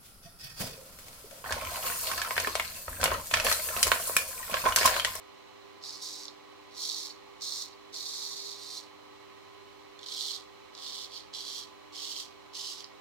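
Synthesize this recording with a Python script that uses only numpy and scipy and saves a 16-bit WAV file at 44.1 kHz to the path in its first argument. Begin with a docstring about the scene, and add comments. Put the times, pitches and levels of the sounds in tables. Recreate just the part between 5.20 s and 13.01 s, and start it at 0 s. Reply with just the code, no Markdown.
"""Short, crackly scrapes of a straight razor shaving a lathered cheek, close by in a small bathroom.
Each cut hair snaps against the thin, hollow-ground blade and makes it ring briefly, high and bright.
Now and then the edge catches on a stiff hair, or pings as it lifts off the skin.
Behind it an extractor fan hums and rushes steadily."""
import sys
import numpy as np
from scipy import signal
from scipy.fft import rfft, irfft
from scipy.io import wavfile
from scipy.ndimage import uniform_filter1d

SR = 44100
rng = np.random.default_rng(int(sys.argv[2]) if len(sys.argv) > 2 else 0)


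def unload_wav(signal):
    """Save mono or channel-first audio to the path in sys.argv[1] as 16-bit WAV at rate SR, clipped to [-1, 1]."""
    wavfile.write(
        sys.argv[1],
        SR,
        np.round(np.clip(np.atleast_2d(signal).T, -1, 1) * 32767).astype(np.int16),
    )


N = 344344


# Pulls of the razor. The last four columns are the "grip": how the blade lies on the skin sets its rings.
# start_s, rise_s, hold_s, level_db, swell_db, brighten_db,
# lowest_ring_hz, main_ring_hz, main_width_hz, higher_rings_db
STROKES = [ (0.607, 0.041, .11, -43.5, -3.5, 2, 4000, 4900, 954, -4.5),
           (0.795, .03, 0.21, -40, -6.5, -4, 3850, 4570, 1300, 8),
           (1.48, .05, .025, -60, 5, 0, 3800, 4440, 900, 2),
           (1.535, .09, .245, -37, -5.5, -3, 3800, 4400, 560, 3),
           (2.197, .03, 0.19, -37.5, -2.5, -1, 3900, 4400, 450, 2),
           (2.72, .027, .57, -41, -2, -6, 3860, 4420, 500, -0.5),
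           (3.299, 0.029, .248, -50, 6, 4, 3700, 4340, 700, -1.5),
           (4.785, 0.22, .145, -37.7, -3.5, -1, 3480, 4200, 850, -4.2),
           (5.515, .14, 0.17, -43.3, 0, 2, 3420, 4260, 1400, -4.5),
           (5.875, 0.063, .032, -48.5, 4.5, -2, 3390, 4440, 1000, -8),
           (6.125, .02, 0.25, -42.5, 0.5, 4, 3370, 4300, 1400, -1.5),
           (6.716, 0.039, .252, -42.7, 1.8, 2, 3280, 4200, 1400, 0.5),
           (7.325, 0.031, .17, -41, -0.5, 0, 3220, 4550, 1600, 0.5),
           (7.55, 0.027, 0.032, -51, 0, 0, 3220, 4500, 1600, 0)]

def razor_strokes():
    """Each pull scrapes and ticks; every spot along the edge has its own echoes."""
    out = np.zeros((2, N))
    for start_s, rise_s, hold_s, level_db, swell_db, brighten_db, *grip in STROKES:
        force = hand_force(rise_s, hold_s, level_db, swell_db)
        for sound in [*scrape(force, brighten_db, grip), hair_ticks(force, grip)]:
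            add(out, to_stereo(sound), start_s)
    return out


def hand_force(rise_s, hold_s, level_db, swell_db, release_db_per_s=255, drag_db=0.8):
    """The edge bites, holds while pressing harder or softer, then eases off. The skin drags unevenly."""
    t = np.arange(int((rise_s + hold_s + 40 / release_db_per_s) * SR)) / SR   # time to fade by 40 dB
    bite = np.minimum(t / rise_s, 1) ** 1.26
    held = np.clip((t - rise_s) / hold_s, 0, 1)
    released_s = np.maximum(t - rise_s - hold_s, 0)
    db = level_db + swell_db * held - release_db_per_s * released_s + drag_db * drift(35, len(t))
    return bite * from_db(db)


def scrape(force, brighten_db, grip, hairs_per_s=2900, dull_db=-3, bright_db=2.5, speed_up_s=0.07):
    """More force is louder and cuts more hairs; a light touch cuts few, so it crackles."""
    t = np.arange(len(force)) / SR
    share_cut = np.maximum((force / force.max()) ** 0.9, 0.2)
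    spots = blade(stubble(hairs_per_s * share_cut), grip)
    treble = signal.sosfiltfilt(signal.butter(2, 6600, "high", fs=SR, output="sos"), spots)
    # The scrape starts dull and brightens as the blade gathers speed.
    treble_db = bright_db + (dull_db - bright_db) * np.exp(-t / speed_up_s)
    treble_db += brighten_db * (t - np.average(t, weights=force)) / t[-1]
    spots = rms_one(spots + (from_db(treble_db) - 1) * treble) / np.sqrt(len(spots))
    return spots * force * from_db(0.5)


def stubble(hairs_per_s, spots=5, spread_db=1.0, lather_db=-12):
    """Uneven hairs snap over fizzing lather at a steady overall level, one row per spot on the edge."""
    shape = (spots, len(hairs_per_s))
    chance = hairs_per_s / spots / SR
    cut = rng.random(shape) < chance
    sizes = from_db(spread_db * np.minimum(rng.exponential(1, shape), 4)) * rng.choice([-1, 1], shape)
    snaps = cut * sizes / np.sqrt(chance) + from_db(lather_db) * rng.standard_normal(shape)
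    power = uniform_filter1d(np.mean(snaps ** 2, axis=0), size=1100)
    return snaps / np.sqrt(power + 1e-9)


# Longer rings of the steel, which the skin hardly damps: pitch_hz, width_hz, gain_db
LONG_RINGS = [(3846, 18, 2.5), (4300, 37, 0), (5240, 26, -18)]
# The blade's higher rings: pitch_hz, width_hz, gain_db
HIGH_RINGS = [(5510, 1600, -3), (6820, 1100, -7), (9400, 4600, -18), (12400, 4700, -24)]

def blade(snaps, grip, variety=0.67, lowest_width_hz=390, loss_db_per_hz=0.034):
    """Every snap strikes each ring of the blade with a different strength."""
    lowest_hz, main_hz, main_width_hz, higher_db = grip
    lowest_db = -loss_db_per_hz * max(lowest_hz - 3340, 0)   # weaker when pushed higher
    rings = [(lowest_hz, lowest_width_hz, lowest_db), (main_hz, main_width_hz, 0)] + LONG_RINGS
    rings += [(hz, width_hz, db + higher_db) for hz, width_hz, db in HIGH_RINGS]
    steel = 0
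    for hz, width_hz, db in rings:
        strikes = snaps * (1 + variety * rng.standard_normal(snaps.shape))
        steel += from_db(db) * resonate(strikes, hz, width_hz)
    # Thin steel gives off almost no sound below its lowest ring.
    low_cut = signal.butter(10, 0.89 * lowest_hz, "high", fs=SR, output="sos")
    skin = from_db(-30) * resonate(snaps, hz=2180, width_hz=300)
    return signal.sosfilt(low_cut, steel) + skin


def hair_ticks(force, grip, ticks_per_s=16, above_force_db=10.5, spread_db=2.2):
    """Stiffer hairs snap one by one at random, as hard as the blade is pressed."""
    cut = rng.random(len(force)) < ticks_per_s / SR
    strength = np.clip(rng.standard_normal(len(force)), -2, 2)
    snaps = cut * force * from_db(above_force_db + spread_db * strength)
    rings = soften(blade(snaps, grip), above_hz=8000, order=2)
    return rings * snaps.max() / (np.abs(rings).max() + 1e-12)


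# The edge catches hard on single stiff hairs: start_s, level_db
CATCHES = [(0.638, -34), (0.6935, -29.5), (1.054, -30), (1.0812, -30.5), (1.6267, -27), (1.691, -25),
           (1.6983, -24), (1.7172, -26), (2.2201, -28), (2.3221, -27), (2.7422, -30), (2.8624, -29),
           (4.7912, -38.5), (4.8306, -34.5), (4.861, -33.5), (4.888, -33), (4.922, -30), (5.5505, -37),
           (6.138, -31), (6.4348, -37), (7.605, -34), (7.6428, -32.5)]

def hair_catches(tear_s=0.0009, gain_db=-10.5):
    """A stiff hair tears in a tiny, duller burst that rings the blade with the latest stroke's grip."""
    out = np.zeros((2, N))
    t = np.arange(2600) / SR
    stroke_starts = [row[0] for row in STROKES]
    for start_s, level_db in CATCHES:
        latest = max(np.searchsorted(stroke_starts, start_s) - 1, 0)
        tear = rng.choice([-1, 1], len(t)) * np.exp(-t / tear_s)
        tick = soften(blade(tear, grip=STROKES[latest][6:]), above_hz=7000, order=3)
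        tick /= np.std(tick[:220])   # the first 5 ms set the level
        add(out, from_db(level_db + gain_db) * to_stereo(tick), start_s)
    return out


# The blade leaves the skin: start_s, level_db, pitch_hz, fade_s (time to fall by 60 dB)
LIFT_OFFS = [(1.081, -43.5, 4320, 0.057), (1.9, -40, 4340, 0.06), (2.527, -46.5, 4500, .035),
             (3.572, -39, 4200, 0.059), (6.436, -47, 4250, 0.043)]

def lift_offs(width_hz=350, gain_db=1.0):
    """The edge flicks off the skin and its main ring dies away freely."""
    out = np.zeros((2, N))
    t = np.arange(int(0.3 * SR)) / SR
    for start_s, level_db, pitch_hz, fade_s in LIFT_OFFS:
        ring = resonate(rng.standard_normal(len(t)), pitch_hz, width_hz)
        ring = resonate(ring, pitch_hz, 2 * width_hz) * from_db(-60 * t / fade_s)
        ring /= np.abs(ring).max()
        add(out, from_db(level_db + gain_db) * to_stereo(ring), start_s)
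    return out


# The razor's tone on the left and on the right: pitch_hz, gain_db
LEFT_TONE = [(2000, 11), (3400, -9), (4400, -0.5), (5600, 2), (6700, -3.5), (9500, -3), (10500, -6),
             (11700, -19), (15500, -16.5)]
RIGHT_TONE = [(2000, 0.5), (3400, 7), (4400, 6.5), (5600, 3), (6700, -1.5), (9500, -5), (10500, -8),
              (12200, -2.5), (15500, -5)]

def to_stereo(x):
    """Each side has its own tone and echoes; sound reaches the right up to four samples later."""
    lag = rng.integers(0, 5)
    left, right = np.pad(x, (0, lag)), np.pad(x, (lag, 0))
    return np.array([bathroom(colour(left, LEFT_TONE)), bathroom(colour(right, RIGHT_TONE))])


def bathroom(x, face_db=-6, wall_db=-10, tail_db=-11, fade_s=0.24, echoes=8):
    """Sound arrives directly, then off face and hand, then off near walls, then as a wash off tiles."""
    t = np.arange(int(0.3 * SR)) / SR
    tail = soften(rng.standard_normal(len(t)), above_hz=7000, order=1)
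    tail *= from_db(-60 * t / fade_s) * (t > 0.005)
    room = from_db(tail_db) * tail / np.linalg.norm(tail)
    room[0] = 1   # the direct sound
    for first_s, last_s, db in [(0.0003, 0.002, face_db), (0.002, 0.012, wall_db)]:
        lags = (rng.uniform(first_s, last_s, echoes) * SR).astype(int)
        room[lags] += from_db(db) * rng.choice([-1, 1], echoes) / np.sqrt(echoes)
    return signal.fftconvolve(x, room / np.linalg.norm(room))


# The shapes of the air's low rush and high hiss: pitch_hz, gain_db
AIR_RUSH = [(26, -40), (42, -8.5), (65, -18), (120, -13), (200, -10.5), (290, -8.5), (350, -5), (450, -8.5),
            (560, -4.5), (780, -4.5), (1020, -2), (1250, -6), (1600, -15), (2100, -57)]
AIR_HISS = [(820, -44), (1400, -5.5), (1660, -4.5), (2210, -3.5), (2400, -4.5), (2860, -6), (3650, -8.5),
            (4000, -5), (4610, -11.5), (5110, -11.5), (6140, -14), (10900, -27), (15200, -25), (16000, -27)]
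# Rings of the fan's housing and duct: pitch_hz, width_hz, level_db
DUCT_RINGS = [(82.4, 17, -81.5), (316, 17, -77), (396, 12, -77.5), (793, 21, -73.5), (870, 19, -70),
              (1120, 74, -65.5), (1125, 100, -68.5), (1938, 38, -73.5), (2207, 25, -74.5),
              (3018, 45, -74.5), (3420, 38, -79), (4080, 150, -71.5)]

def fan_air(rush_db=-62, hiss_db=-61.5):
    """Air rushes and hisses through the fan and makes the housing and duct ring."""
    hz = np.fft.rfftfreq(N, 1 / SR)
    shapes = [(from_db(at_hz(AIR_RUSH, hz)), rush_db), (from_db(at_hz(AIR_HISS, hz)), hiss_db)]
    shapes += [(1 / (1 + ((hz - pitch) / width) ** 2), db) for pitch, width, db in DUCT_RINGS]
    power = sum((from_db(db) * rms_one(shape)) ** 2 for shape, db in shapes)
    return np.sqrt(power.mean()) * stereo_air(hz, np.sqrt(power))


# How alike the air sounds on both sides: pitch_hz, likeness (below 0, the sides move opposite ways)
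AIR_LIKENESS = [(45, -0.3), (70, 2), (95, 0.9), (130, -0.8), (300, -0.8), (650, -0.3), (1150, 0.64),
                (2300, 0), (8000, 0)]
# Which side the air is louder on: pitch_hz, left_minus_right_db
AIR_BALANCE = [(60, 3), (110, -7.5), (200, 1), (380, -2), (700, -4.5), (1290, -0.5), (2380, -6.5),
               (4400, -5.5), (8120, 2.5), (15000, -2.5)]

def stereo_air(hz, gain):
    """Noise shaped by a gain at each pitch, partly shared between left and right."""
    alike = np.clip(at_hz(AIR_LIKENESS, hz), -0.95, 0.95)
    shared, opposed = rfft(rng.standard_normal((2, N)))
    side = np.array([[1], [-1]])
    spectrum = shared + side * np.sqrt((1 - alike) / (1 + alike)) * opposed
    balance = from_db(side * at_hz(AIR_BALANCE, hz) / 2)
    noise = irfft(spectrum * gain * balance, N)
    return noise / np.std(noise.mean(axis=0))


# Tones of the motor and of the spinning rotor: multiple, level_db, left_minus_right_db, left_lead_rad
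MOTOR_TONES = [(2, -68.3, -1.5, 3.72), (6, -68.5, 2.5, -0.14), (8, -60, -8, -2)]
ROTOR_TONES = [(2, -78.5, 5, 0), (3, -80.5, -22, -0.5), (4, -63.5, -0.3, -2.5), (6, -74, -2, -1),
               (8, -65, 3.5, 0.75), (9, -75, -10, -0.5), (10, -77.5, -22.5, 1)]

def fan_hum(mains_hz=50.07, rotor_hz=126.98):
    """The motor hums at multiples of the mains frequency, and the rotor adds tones of its own."""
    motor = machine_tones(mains_hz, MOTOR_TONES, wander=0.00021, waver_db=1.7)
    rotor = machine_tones(rotor_hz, ROTOR_TONES, wander=0.00098, waver_db=1.5)
    return motor + rotor


def machine_tones(base_hz, tones, wander, waver_db):
    """Wavering tones of a turning machine; standing waves change their level and timing on each side."""
    angle = 2 * np.pi * np.cumsum(base_hz * (1 + wander * drift(3, N))) / SR
    side = np.array([[0.5], [-0.5]])
    out = np.zeros((2, N))
    for multiple, level_db, balance_db, lead_rad in tones:
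        level = from_db(level_db + side * balance_db + waver_db * drift(4.3, N))
        phase = multiple * angle + side * lead_rad + rng.uniform(0, 2 * np.pi)
        out += np.sqrt(2) * level * np.sin(phase)
    return out


def from_db(db):
    """Turn decibels into a number to multiply by."""
    return 10 ** (np.asarray(db) / 20)


def rms_one(x):
    """Scale to an average power of 1."""
    return x / np.sqrt(np.mean(x ** 2) + 1e-20)


def at_hz(points, hz):
    """Read between a table's rows, with every octave equally wide."""
    pitches, values = np.transpose(points)
    return np.interp(np.log(np.maximum(hz, 1)), np.log(pitches), values)


def drift(turns_per_s, size):
    """A slow random wobble that typically strays by about 1."""
    points = rng.standard_normal(int(size * turns_per_s / SR) + 2)
    return np.interp(np.arange(size) * turns_per_s / SR, np.arange(len(points)), points) * np.sqrt(3 / 2)


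def resonate(x, hz, width_hz):
    """Ring at one pitch; a narrower width rings longer."""
    decay = np.exp(-np.pi * width_hz / SR)
    feed = np.array([1, 0, -1]) * (1 - decay ** 2) / 2
    feedback = [1, -2 * decay * np.cos(2 * np.pi * hz / SR), decay ** 2]
    return signal.lfilter(feed, feedback, x + 1e-18)


def soften(x, above_hz, order):
    """Turn down the treble; a higher order cuts more steeply."""
    return signal.sosfilt(signal.butter(order, above_hz, fs=SR, output="sos"), x)


def colour(x, points, size=1024):
    """Shape the tone without smearing any sound earlier in time (a minimum-phase filter)."""
    gain = from_db(at_hz(points, np.fft.rfftfreq(size, 1 / SR)))
    cepstrum = irfft(np.log(gain))
    cepstrum[1:size // 2] *= 2
    cepstrum[size // 2 + 1:] = 0
    response = irfft(np.exp(rfft(cepstrum)))
    return signal.fftconvolve(x, response)[:len(x)]


def add(out, sound, start_s):
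    """Mix in a stereo sound at its start time."""
    start = int(start_s * SR)
    out[:, start:start + sound.shape[1]] += sound[:, :N - start]


def scene():
    """The razor in front, the fan behind."""
    return razor_strokes() + hair_catches() + lift_offs() + fan_air() + fan_hum()


def record(dry):
    """Cut the very highest treble steeply, above 15900 Hz."""
    return signal.sosfilt(signal.ellip(12, 0.1, 70, 15900, fs=SR, output="sos"), dry)


dry = scene()
out = record(dry)
unload_wav(out)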